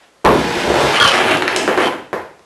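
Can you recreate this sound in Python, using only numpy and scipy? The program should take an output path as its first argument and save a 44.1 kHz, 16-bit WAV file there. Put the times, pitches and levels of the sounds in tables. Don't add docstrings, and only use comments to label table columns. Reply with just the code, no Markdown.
import sys
import numpy as np
from scipy import signal
from scipy.fft import rfft, irfft
from scipy.io import wavfile

SR = 44100
rng = np.random.default_rng(int(sys.argv[2]) if len(sys.argv) > 2 else 0)


def put_to_file(sound):
    columns = np.atleast_2d(sound).T
    safe = np.clip(columns, -1, 1)
    whole_steps = np.round(safe * 32767)
    wavfile.write(sys.argv[1], SR, whole_steps.astype(np.int16))


def gain_from_decibels(decibels):
    exponent = np.asarray(decibels, float) / 20
    return 10 ** exponent


N = 108045

# freq_hz, density_db (dB per Hz)
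BOARDS = [(35, -36), (60, -33), (395, 0), (472, -5), (515, -2.5), (629, -4), (959, -4), (6740, -68.5),
          (12000, -35), (15600, -137), (22000, -120)]
# freq_hz, width_hz, level_db
LANE_MODES = [(270, 70, -13.5), (335, 75, 1.5), (417, 75, -6.5), (476.4, 27, -6), (556, 56, -2),
              (680, 79, -4), (768, 64, -23), (1015, 59, -2)]
# freq_hz, density_db (dB per Hz)
GRIT = [(530, -1), (900, 8), (1190, -2.5), (1350, 3.5), (3640, -4), (11400, -23), (12500, -18),
        (16200, -62), (22000, -120)]
# start_s, knock_db, thud_db (in the lane), crack_db
KNOCKS = [(.557, -8, -7, -22), (0.742, -5, -2, -2), (1, -24, -30, -4), (1.012, -33, -30, 4),
          (1.05, -24, -30, 5), (1.078, -22, -30, -2.5), (1.372, -30, -33, -14.5), (1.4227, -2, -8, 3),
          (1.479, -5, -4, 3), (1.5626, -8, -4.5, -0.5), (1.6778, 2.5, 9, 0), (1.697, -6, 2.5, -11),
          (1.7762, 6, -4, -1), (1.806, 2.5, -4, -14), (1.925, -9, -6, -17), (2.130, -2, 3, -27),
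          (2.394, -62, -24.5, -38)]


def rms_one(x):
    return x / np.sqrt(np.mean(x ** 2) + 1e-20)


def in_time(rows, outside=None):
    s, *columns = np.transpose(rows)
    t = np.arange(N) / SR
    return [np.interp(t, s, column, outside, outside) for column in columns]


def at_hz(points, hz):
    table_hz, values = np.array(points)[:, 0], np.array(points)[:, 1]
    return np.interp(np.log(hz), np.log(table_hz), values)


def colour(x, spectrum):
    hz = np.maximum(np.arange(2049) * SR / 4096, 10)
    db = at_hz(spectrum, hz) + 12 * np.minimum(np.log2(hz / spectrum[0][0]), 0)
    cepstrum = irfft(np.log(gain_from_decibels(db)))
    cepstrum[1:2048] *= 2
    cepstrum[2049:] = 0
    pulse = irfft(np.exp(rfft(cepstrum)))
    return signal.fftconvolve(x, pulse / np.linalg.norm(pulse))[:N]


def modes(clicks, table, pitch=1, centre_hz=None):
    spread_db, focus_db = 3, 7
    out, energy = 0, 0
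    for hz, width_hz, db in table:
        radius = np.exp(-np.pi * width_hz / SR)
        angle = 2 * np.pi * hz * pitch / SR
        near_db = 0 if centre_hz is None else -focus_db * np.log2(hz / centre_hz) ** 2 * 4
        strength_db = db + near_db + spread_db * rng.standard_normal(N)
        struck = clicks * gain_from_decibels(strength_db) + 1e-18
        resonator = [1, -2 * radius * np.cos(angle), radius * radius]
        out = out + signal.lfilter([0, np.sin(angle)], resonator, struck)
        energy += gain_from_decibels(2 * db) / (1 - radius * radius) / 2
    return out / np.sqrt(energy)


def grains(per_s, spread_db):
    sizes = gain_from_decibels(spread_db * np.minimum(rng.exponential(1, N), 3.2))
    signed = sizes * rng.choice([-1, 1], N)
    return rms_one(signed * (rng.random(N) < per_s / SR))


def clicks_at(s, db):
    out = np.zeros(N)
    out[(np.asarray(s) * SR).astype(int)] = -gain_from_decibels(db)
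    return out


def lane(clicks):
    return colour(clicks, BOARDS) + gain_from_decibels(-9) * modes(clicks, LANE_MODES)


def background():
    # freq_hz, density_db (dB per Hz)
    air_spectrum = [(18, -35), (30, -16), (64, -8.5), (87, -15), (636, -5.5), (798, -8), (2080, -14.5),
                    (7740, -23.5), (12500, -30), (16200, -62), (22000, -120)]
    # time_s, level_db
    shuffle_levels = [
        (0, -52),
        (.04, -48),
        (.1, -59),
    ]
    air_db, hum_hz, hum_db = -53, 58, -62
    air = gain_from_decibels(air_db) * colour(rng.standard_normal(N), air_spectrum)
    shuffle = gain_from_decibels(in_time(shuffle_levels, -90)[0]) * colour(rng.standard_normal(N), GRIT)
    hum = gain_from_decibels(hum_db) * np.sin(2 * np.pi * hum_hz * np.arange(N) / SR)
    return air + shuffle + hum


def landing():
    # start_s, peak_db
    contacts = [
        (0.2448, -16.5),
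        (0.2491, 12),
        (0.263, 1),
    ]
    s, db = np.transpose(contacts)
    return lane(clicks_at(s, db + 16.5))


def rolling():
    # time_s, rumble_db, grit_db
    roll_levels = [(.27, -15, -27), (.45, -19.5, -28), (.55, -26.5, -26), (.63, -18.5, -26),
                   (.67, -15, -27), (.74, -18, -25), (.81, -12.5, -22), (.88, -17, -23.5), (.94, -33, -23)]
    # time_s, centre_hz
    roll_boards = [(.27, 350), (.62, 330), (.66, 480), (.74, 580), (.81, 700), (.85, 520), (.95, 450)]
    broad_db, mode_db = -6, 5
    level_db, grit_db = in_time(roll_levels)
    centre_hz, = in_time(roll_boards)
    t = np.arange(N) / SR
    moving = (t > roll_levels[0][0]) & (t < roll_levels[-1][0])
    rumble = grains(450, 3.2) * gain_from_decibels(level_db - 9) * moving
    grit = grains(4000, 1.5) * gain_from_decibels(grit_db) * moving
    broad = gain_from_decibels(broad_db) * colour(rumble, BOARDS)
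    ringing = gain_from_decibels(mode_db) * modes(rumble, LANE_MODES, centre_hz=centre_hz)
    return broad + ringing + colour(grit, GRIT)


def knocks():
    # freq_hz, density_db (dB per Hz)
    wall_spectrum = [(180, -33), (300, -2.5), (484, -5), (1220, -7), (1800, -9.5), (2690, -26.5),
                     (12000, -47), (15600, -98), (22000, -120)]
    s, db, thud_db = np.transpose(KNOCKS)[:3]
    return colour(clicks_at(s, db + 12.5), wall_spectrum) + lane(clicks_at(s, thud_db + 5))


def cracks():
    crack_hz = [1200, 700, 1500, 1400, 1300, 4500, 3900, 1600, 1900, 4000, 1100, 800, 1400, 1000, 1000,
                1300, 3000]
    quality, decay_s, splinter = 1.1, .0012, .3
    out, t = np.zeros(N + 400), np.arange(400) / SR
    noises = rng.standard_normal((len(KNOCKS), 400))
    for (s, _, _, db), hz, noise in zip(KNOCKS, crack_hz, noises):
        burst = splinter * noise * np.exp(-t / decay_s) - 2 * (t == 0)
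        band = signal.iirpeak(hz, quality, fs=SR)
        once = signal.lfilter(*band, burst)
        twice = signal.lfilter(*band, once)
        out[int(s * SR):][:400] += gain_from_decibels(db + 14) * (twice + 0.07 * once)
    return out[:N]


def tumble():
    # time_s, level_db, weight_db (on the lane)
    tumble_levels = [(.88, -41, -14), (.95, -9.5, -3.5), (1.0, -17, -19), (1.115, -10, -20.5),
                     (1.14, -13.5, 0), (1.2, -10, -9), (1.25, -19.5, 5.5), (1.29, -10.5, -6.5),
                     (1.35, -14.5, 1), (1.38, -34.5, 11.5), (1.5, -22, -4), (1.6, -19, 1), (1.66, -29, 6),
                     (1.73, -21.5, -4), (1.77, -27, 8), (1.8, -17.5, -4.5), (1.87, -23, 10),
                     (1.92, -35, -7)]
    # freq_hz, density_db (dB per Hz)
    wood_spectrum = [(290, -26.5), (500, 2), (1020, -3.5), (1120, 1), (1490, -3), (3040, -9.5), (5140, -28),
                     (10900, -32), (12500, -54.5), (16200, -68), (22000, -120)]
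    level_db, weight_db = in_time(tumble_levels, -81)
    hits = grains(1600, 3.6) * gain_from_decibels(level_db - 4)
    return colour(hits, wood_spectrum) + lane(hits * gain_from_decibels(weight_db - 2))


def chatter():
    # start_s, length_s, pitch_factor
    runs = [(.955, .03, .96), (1.0, .03, 1.065), (1.03, .027, 1.04), (1.057, .033, .99), (1.09, .032, .975),
            (1.826, .055, 1.01)]
    # neck_db, belly_db
    run_levels = [(-17, -32), (-6, -3), (-6.5, -5.5), (-6, -6), (-5.5, -15), (-24, -34)]
    # freq_hz, width_hz, level_db
    neck_modes = [(2660, 110, -2), (3110, 240, 9.5), (3062, 38, -0.5), (4120, 690, 9), (5550, 260, -7),
                  (8920, 120, -12), (10400, 98, -23)]
    # freq_hz, width_hz, level_db
    belly_modes = [(1120, 50, 6.5), (1200, 89, -27), (1358, 97, 10.5), (1594, 40, 2)]
    t, out = np.arange(N) / SR, 0
    hits = grains(1100, 2.2)
    for (s, length, pitch), (neck_db, belly_db) in zip(runs, run_levels):
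        run = hits * ((t > s) & (t < s + length))
        neck = modes(run * gain_from_decibels(neck_db - 3.5), neck_modes, pitch)
        belly = modes(run * gain_from_decibels(belly_db - 2.5), belly_modes, pitch)
        out = out + neck + belly
    return out


def room(x):
    # freq_hz, t60_s
    room_t60 = [(100, 0.71), (400, .44), (1500, 0.41), (4000, 0.56), (10000, 0.44)]
    rise_s = 0.0013
    t = np.arange(32768) / SR
    white = rfft(rng.standard_normal(len(t)))
    octave = np.log2(np.maximum(np.fft.rfftfreq(len(t), 1 / SR), 40) / 40)
    tail = 0
    for k in range(11):
        band = irfft(white * np.clip(1 - np.abs(octave - k), 0, 1))
        tail = tail + band * gain_from_decibels(-60 * t / at_hz(room_t60, 40 * 2 ** k))
    tail = tail * (1 - np.exp(-t / rise_s))
    return signal.fftconvolve(x, tail / np.linalg.norm(tail))[:N]


def scene():
    room_db, far_direct_db = 2, 3
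    # source, direct level (dB), further level of its tail (dB)
    sources = [
        (landing() + rolling(), far_direct_db, 0),
        (knocks(), -6, 0),
        (cracks(), 0, -2.5),
        (tumble(), far_direct_db, 0),
        (chatter(), 0, -16),
    ]
    mix = background()
    for x, dry_db, wet_db in sources:
        mix = mix + gain_from_decibels(dry_db) * x + gain_from_decibels(room_db + wet_db) * room(x)
    return mix[None]


def roll_off(x):
    return signal.sosfilt(signal.butter(12, 12750, fs=SR, output="sos"), x)


def record(dry):
    # time_s, gain_db
    duck_gain = [
        (.9995, 0),
        (1.003, -7),
        (1.118, -7),
        (1.14, 0),
    ]
    # time_s, ceiling_db
    headroom = [(.36, 0), (.5, 2), (.75, 4.5)]
    mic_low_hz, top_cut_hz = 97, 13300
    top, bottom, hardness = .47, .6, 4.5
    bass_cut = signal.butter(2, mic_low_hz, "high", fs=SR, output="sos")
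    x = signal.sosfilt(bass_cut, dry) * gain_from_decibels(in_time(duck_gain)[0])
    limit = np.where(x > 0, top, bottom) * gain_from_decibels(in_time(headroom)[0])
    x = x / (1 + (np.abs(x) / limit) ** hardness) ** (1 / hardness)
    x = signal.sosfilt(signal.butter(1, 12, "high", fs=SR, output="sos"), x)
    x = signal.sosfilt(signal.cheby2(12, 60, top_cut_hz, fs=SR, output="sos"), x)
    return roll_off(np.clip(x, -1, 1))


dry = scene()
out = record(dry)
put_to_file(out)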